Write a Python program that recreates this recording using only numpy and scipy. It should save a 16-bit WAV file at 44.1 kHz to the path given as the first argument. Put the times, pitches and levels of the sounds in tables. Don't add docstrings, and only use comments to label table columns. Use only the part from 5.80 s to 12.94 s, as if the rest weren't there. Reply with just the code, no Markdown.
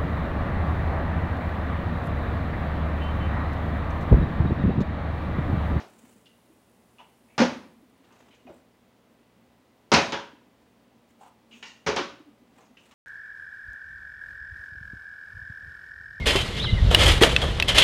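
import sys
import numpy as np
from scipy import signal
from scipy.fft import rfft, irfft
from scipy.io import wavfile
from scipy.ndimage import uniform_filter1d

SR = 44100
rng = np.random.default_rng(int(sys.argv[2]) if len(sys.argv) > 2 else 0)


def unload_wav(signal):
    wavfile.write(
        sys.argv[1],
        SR,
        np.round(np.clip(np.atleast_2d(signal).T, -1, 1) * 32767).astype(np.int16),
    )


N = 314874
TIME = np.arange(N) / SR
AGE = TIME[:SR]


def amp(db):
    return 10 ** (np.asarray(db) / 20)


def evened(x):
    return x / np.sqrt(np.mean(x ** 2) + 1e-20)


def burst(x):
    return x / np.sqrt(np.sum(x ** 2) / (.04 * SR) + 1e-20)


def read(points, hz):
    f, value = np.transpose(points)
    return np.interp(np.log(hz + 1), np.log(f + 1), value)


def add(mix, s, sound):
    part = mix[max(round(s * SR), 0):][:len(sound)]
    part += sound[:len(part)]


def colour(x, db_at, size=4096):
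    log_gain = np.log(amp(db_at(abs(np.fft.fftfreq(size, 1 / SR)))))
    spectrum = np.exp(np.conj(signal.hilbert(log_gain)))
    taps = np.fft.ifft(spectrum).real
    return signal.fftconvolve(x, taps[:size // 2])[:len(x)]


def low_cut(x, lowest_hz):
    return colour(x, lambda hz: np.maximum(-10 * np.log10(1 + (lowest_hz / (hz + 1)) ** 8), -50))


def noise(spectrum):
    gain = amp(read(spectrum, np.fft.rfftfreq(N, 1 / SR)))
    return evened(irfft(rfft(rng.standard_normal(N)) * gain, N))


def tones(lines):
    return sum(np.sqrt(2) * amp(db) * np.sin(2 * np.pi * (hz * TIME + rng.random()))
               for hz, db in lines)


def note(hz, t60, rise_s):
    rise = 1 - np.exp(-AGE / rise_s)
    return burst(np.sin(2 * np.pi * hz * AGE) * amp(-60 * AGE / t60) * rise)


def swell(middle, half_length):
    return np.exp(-((TIME - middle) / half_length) ** 2)


# (f/Hz, t60/s)
REVERBERATION = [(70, .7), (150, 0.61), (300, 0.41), (1000, 0.47), (3000, 0.46), (6000, 0.41), (9000, 0.57),
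                 (15000, 0.53)]


def room(direct_db, early_db, early_s, size=256):
    hz, t, z = signal.stft(rng.choice([-1., 1.], SR), SR, nperseg=size)
    decay = amp(-60 * t / read(REVERBERATION, hz)[:, None])
    tail = signal.istft(z * decay, SR, nperseg=size)[1][:SR]
    reflections = rng.choice([-1., 1.], SR) * (rng.random(SR) < 5000 / SR)
    early = burst(reflections * np.exp(-AGE / early_s))
    direct = burst(1. * (AGE == 0))
    return burst(tail) + amp(early_db) * early + amp(direct_db) * direct


def echoing(x, wet_db):
    wet = signal.fftconvolve(x, room(direct_db=-19.0, early_db=-4.0, early_s=.02))[:SR]
    return x + amp(wet_db) * burst(wet)


WHINE_UNTIL_S = 1.8


def fading(db_per_s):
    return amp(-db_per_s * np.maximum(TIME - WHINE_UNTIL_S, 0))


def drone(db=-67, hz=232, width_hz=22, swell_db=3, size=6000):
    band = evened(colour(rng.standard_normal(N), lambda f: -20 * np.log10(1 + ((f - hz) / width_hz) ** 2)))
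    waver = evened(uniform_filter1d(rng.standard_normal(N), size))
    return amp(db) * evened(band * amp(swell_db * waver))


# (f/Hz, relative level per Hz/dB)
AIR_SPECTRUM = [(25, -34.5), (45, -24.5), (70, -12), (140, -16), (200, -10), (260, -8.5), (380, -12),
                (500, -12.5), (900, -17), (1500, -23.5), (3000, -26.5), (6000, -35), (12000, -42.5),
                (15800, -36.5)]
# (f/Hz, relative level per Hz/dB)
HISS_SPECTRUM = [(2000, -23.5), (5000, -3), (7500, 0), (10000, 4), (12000, -4), (15500, -4)]
# (f/Hz, rms level/dB)
HUM_LINES = [(60, -84), (119.5, -75.5), (179, -76.5), (479, -81.5), (1001, -84.5), (2002, -84.5)]
# (f/Hz, rms level/dB)
WHINE_LINES = [(7000, -92.5), (8000, -92.5), (9001, -87), (10002, -88.5), (13001, -87.5), (14002, -91.5),
               (14998, -93.5)]


def background(air_db=-63, hiss_db=-85, whine_hiss_db=-77):
    air = amp(air_db) * noise(AIR_SPECTRUM) + tones(HUM_LINES) + drone()
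    hiss_gain = amp(hiss_db) + amp(whine_hiss_db) * fading(db_per_s=50)
    hiss = hiss_gain * noise(HISS_SPECTRUM)
    return air + hiss + fading(db_per_s=4.5) * tones(WHINE_LINES)


def ticking(db=-69, until_s=2.2):
    since_tick = (TIME - .019 + .04) % .08 - .04
    pulse = np.exp(-(since_tick / .0015) ** 2)
    treble = noise([(3000, -40), (9000, 11), (15000, 5)])
    return amp(db) * pulse * (TIME < until_s) * treble


# (f/Hz, relative level per Hz/dB)
RUB_SPECTRUM = [(100, -28), (400, 6), (1500, -3), (3000, -5.5), (5000, -17), (7500, -15.5), (11000, -30),
                (16000, -31)]
# (f/Hz, relative level per Hz/dB)
SWISH_SPECTRUM = [(1500, -20), (5500, -8), (7500, 3), (10000, -3.5), (12000, -14), (16000, -4.5)]
# (middle t/s, half length/s, rub level/dB, high swish level/dB)
ARM_STROKES = [(0.24, 0.19, -65, -66), (2.41, 0.23, -63.5, -83), (2.757, 0.043, -71, -70),
               (4.85, 0.11, -75, -86), (5.31, 0.028, -71, -74.5), (5.45, 0.052, -62, -68.5),
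               (5.773, 0.065, -66.5, -70.5), (6.795, 0.061, -64, -75.5), (7.092, .08, -63.5, -70)]


def rustle(grain_db=3, size=500):
    catches = amp(grain_db * evened(uniform_filter1d(rng.standard_normal(N), size)))
    rub = evened(noise(RUB_SPECTRUM) * catches)
    swish = evened(noise(SWISH_SPECTRUM) * catches)
    return sum(swell(s, half_length) * (amp(rub_db) * rub + amp(swish_db) * swish)
               for s, half_length, rub_db, swish_db in ARM_STROKES)


# (f/Hz, gain/dB)
SHELL_COLOUR = [(60, -16.5), (250, 5), (3000, -4.5), (6500, -12), (8500, -20.5), (15000, -32)]
# (f/Hz, width/Hz, lift/dB)
WALL_RESONANCES = [(980, 660, 4.5), (2800, 880, 7.5), (6700, 2600, 8)]


def wall(hz):
    peaks = sum(lift_db / (1 + (2 * (hz - peak_hz) / width_hz) ** 2)
                for peak_hz, width_hz, lift_db in WALL_RESONANCES)
    return read(SHELL_COLOUR, hz) + peaks


# (from t/s, until t/s)
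HAND_GRIPS = [(2.2, 2.55), (6.751, 7.1)]
TICK_COUNT, TICK_DB, TICK_S = 4, -72.5, .002
TICK_HZ, TICK_SPREAD_OCTAVES, TICK_REACH_OCTAVES = 4370, 0.79, 0.32


def grip_ticks():
    rows = []
    for start, end in HAND_GRIPS:
        for k in range(TICK_COUNT):
            s = start + (end - start) * (k + rng.random()) / TICK_COUNT
            hz = TICK_HZ * 2 ** (TICK_SPREAD_OCTAVES * rng.uniform(-0.77, 1))
            rows.append((s, TICK_DB, hz, TICK_REACH_OCTAVES, TICK_S))
    return rows


# (t/s, relative level/dB, centre f of the flexing patch/Hz, its reach/octaves, length scale/s)
WALL_CRINKLES = [(0.458, -59, 3440, 0.37, 0.0023), (1.184, -55, 2800, 0.24, 0.017),
                 (1.19, -51, 980, 0.4, 0.01), (1.485, -63, 2200, 0.11, .035),
                 (2.307, -60.5, 1140, 0.47, 0.014), (2.508, -60.5, 2680, 0.35, 0.02),
                 (2.666, -61, 2380, 0.2, .005), (5.409, -49.5, 850, 0.28, 0.029),
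                 (5.711, -51, 2800, 0.32, 0.026), (5.827, -41.5, 2260, 0.68, 0.0026),
                 (5.722, -63.5, 6590, .25, 0.053), (5.856, -50, 4760, 0.42, 0.015),
                 (6.791, -58, 790, 0.81, 0.023), (6.97, -55.5, 2540, 0.38, .0062),
                 (7.112, -56.5, 1800, 1.8, .025)]


def crinkles(snaps_per_s=900, skirt_db=-24, first_snap=3.1, build_up=0.67):
    out = np.zeros(N)
    for s, db, centre_hz, octaves, length in list(WALL_CRINKLES) + grip_ticks():
        envelope = np.exp(-(AGE / length - build_up) ** 2 / 2)
        run = rng.standard_normal(SR) * (rng.random(SR) < snaps_per_s / SR) * envelope
        run[0] = first_snap
        heard = signal.fftconvolve(run, room(direct_db=-13.5, early_db=-0.5, early_s=0.021))[:SR]

        def patch(hz):
            distance = abs(np.log2((hz + 1) / centre_hz) / octaves)
            return np.maximum(-10 * np.log10(1 + distance ** 2.7), skirt_db) + wall(hz)

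        add(out, s, amp(db) * burst(colour(heard, patch)))
    return out


# (t/s, relative level/dB)
TABLE_HEAVES = [(1.619, -51), (4.122, -34.5), (6.07, -45.5)]
SLOSH_PERIOD_S, SLOSH_COUNT = .11, 12
SLOSH_DB, SETTLE_DB_PER_S, SLOSH_SPREAD_DB = -55, 16, 1.5
SLOSH_HZ, SLOSH_RISE, SLOSH_SINK_S, SLOSH_T60_S = 242, 0.54, .35, 0.06


def sloshes():
    rows = []
    for landed, _ in TABLE_HEAVES:
        for k in range(1, SLOSH_COUNT + 1):
            age = (k + rng.random()) * SLOSH_PERIOD_S
            db = SLOSH_DB - SETTLE_DB_PER_S * age + SLOSH_SPREAD_DB * rng.standard_normal()
            hz = SLOSH_HZ * (1 + SLOSH_RISE * np.exp(-age / SLOSH_SINK_S))
            rows.append((landed + age, db, hz, SLOSH_T60_S))
    return rows


# (t/s, relative level/dB, f/Hz, t60/s)
WATER_GLUGS = [(.235, -57, 240, 0.045), (.358, -57, 205, 0.038), (.699, -60.5, 321, 0.039),
               (1.599, -18.5, 239, 0.11), (1.613, -19.5, 245, 0.059), (1.618, -27.5, 519, 0.054),
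               (2.651, -52, 253, 0.11), (2.70, -55.5, 349, 0.1), (4.134, -19.5, 236, 0.12),
               (5.736, -55, 233, 0.23), (6.072, -38, 224, .08), (6.19, -34.5, 363, 0.14),
               (6.205, -41, 287, 0.064), (6.40, -53, 305, .11), (6.46, -59.5, 290, 0.26)]


def water(lowest_hz=175):
    out = np.zeros(N)
    for s, db, hz, t60 in list(WATER_GLUGS) + sloshes():
        add(out, s, amp(db) * echoing(note(hz, t60, rise_s=0.0027), wet_db=-7.5))
    return low_cut(out, lowest_hz)


# (f/Hz, relative level/dB)
TABLE_MODES = [(74, -1), (96, -2.5), (150, 1)]


def table(t60=0.27, lowest_hz=62):
    out = np.zeros(N)
    boom = sum(amp(db) * note(hz, t60, rise_s=.012) for hz, db in TABLE_MODES)
    for s, db in TABLE_HEAVES:
        add(out, s, amp(db) * boom)
    return low_cut(out, lowest_hz)


# (t/s, relative level/dB, brightness/dB per octave, resonance f of the struck spot/Hz,
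#  its width as a share of that f, resonant level against the unresonant part/dB)
BOTTLE_BLOWS = [(0, -43.5, 0.1, 730, 0.26, 5.5), (1.5792, -21.5, 0.2, 875, 0.072, 7),
                (1.602, -22.5, 0.5, 514, 0.053, 7.5), (1.621, -28.5, 1, 563, 0.072, 11),
                (2.668, -49, -4.5, 704, 0.28, 13), (2.692, -49.5, -4, 577, 0.18, 11),
                (4.117, -15.5, 1.5, 997, 0.046, 8.5), (4.137, -15.5, 2.1, 2500, 0.065, 4),
                (4.157, -23.5, -3, 677, .1, 13), (4.3211, -31, 2, 3180, 0.16, 9.5),
                (4.323, -32, -0.3, 953, .07, 14), (4.332, -34, -.3, 1520, 0.18, 18),
                (6.063, -26, 0, 2190, 0.092, 2), (6.072, -23.5, 1, 425, 0.047, 18.5),
                (6.1619, -26, 2, 3240, 0.25, 2), (6.178, -32, -1, 1220, 0.23, 14)]


def snaps(snap_db=-25, per_brightness_db=3.0, fade_s=0.00083, centre_hz=5800, slope_db=22, delay_s=0.0012):
    def band(hz):
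        return read(SHELL_COLOUR, hz) - np.minimum(slope_db * np.log2((hz + 1) / centre_hz) ** 2, 40)

    out = np.zeros(N)
    for s, db, brightness, *_ in BOTTLE_BLOWS:
        crack = rng.standard_normal(SR) * np.exp(-AGE / fade_s)
        level = amp(db + snap_db + per_brightness_db * brightness)
        add(out, s + delay_s, level * burst(colour(crack, band)))
    return out


# (f/Hz, relative level/dB, t60/s)
RING_MODES = [(174.7, -7, .35), (233.4, -2, .35), (252, 3.5, 0.076), (334.2, -3, 0.36), (363, -8, 0.64),
              (425, -1, 0.38), (557, -1, 0.39), (665, -3, 0.27), (777, -9, 0.26), (851, -3, 0.25),
              (949, -5, 0.22), (1040, -9.5, .28), (1127, -11.5, .25), (1250, -7.5, .2), (1370, -4.5, 0.16),
              (1431, -8.5, .3), (1510, -12.5, 0.49), (2083, -13.5, 0.26), (2350, -12.5, 0.35),
              (2580, -11.5, 0.13), (2900, -14, .25), (3810, -17, 0.53), (4250, -20, 0.093),
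              (4980, -18, .25)]


def ring(weights, rise_s=0.0068):
    hz, db, t60 = np.transpose(RING_MODES)[:, :, None]
    waves = np.sin(2 * np.pi * (hz * AGE + rng.random(hz.shape)))
    gains = amp(db + read(weights, hz) - 60 * AGE / t60)
    return (gains * waves).sum(0) * (1 - np.exp(-AGE / rise_s))


# (f/Hz, gain/dB)
IMPACT_COLOUR = [(30, -45), (48, -27.5), (66, -10.5), (130, -7.5), (230, -0.5), (400, -2), (950, -2.5),
                 (1500, -5.5), (2600, -10), (3700, -14), (5500, -15.5), (6600, -21), (7800, -37.5),
                 (10500, -47), (15000, -62.5)]
TILT_LOW_HZ, TILT_HIGH_HZ = 200, 4500


def landings(ring_db=-7, knock_db=-1, ring_tilt=0.47, rise_s=0.0015):
    out = np.zeros(N)
    cushion = 1 - np.exp(-AGE / rise_s)
    for s, db, brightness, spot_hz, spot_share, lift_db in BOTTLE_BLOWS:
        tilt_db = brightness * np.log2(TILT_HIGH_HZ / TILT_LOW_HZ)
        weights = [(TILT_LOW_HZ, 0), (TILT_HIGH_HZ, tilt_db)]
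        ring_weights = [(TILT_LOW_HZ, 0), (TILT_HIGH_HZ, ring_tilt * tilt_db)]

        def blow_colour(hz):
            offset = (hz / spot_hz - 1) / spot_share
            spot = 10 * np.log10(1 + amp(lift_db) ** 2 / (1 + offset ** 2) ** 2)
            return read(IMPACT_COLOUR, hz) + read(weights, hz) + spot

        click = cushion * room(direct_db=-20, early_db=1.5, early_s=0.039)
        knock = amp(knock_db) * burst(colour(click, blow_colour))
        ringing = amp(ring_db) * burst(ring(ring_weights))
        add(out, s, amp(db) * (knock + ringing))
    return out


def scene():
    surroundings = background() + ticking() + rustle()
    bottle = crinkles() + water() + table() + snaps() + landings()
    return (surroundings + bottle)[None]


def record(dry, edge_hz=15900):
    taps = signal.firwin(511, edge_hz, window=("kaiser", 9), fs=SR)
    return signal.oaconvolve(dry, taps[None], "same")


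dry = scene()
out = record(dry)
unload_wav(out)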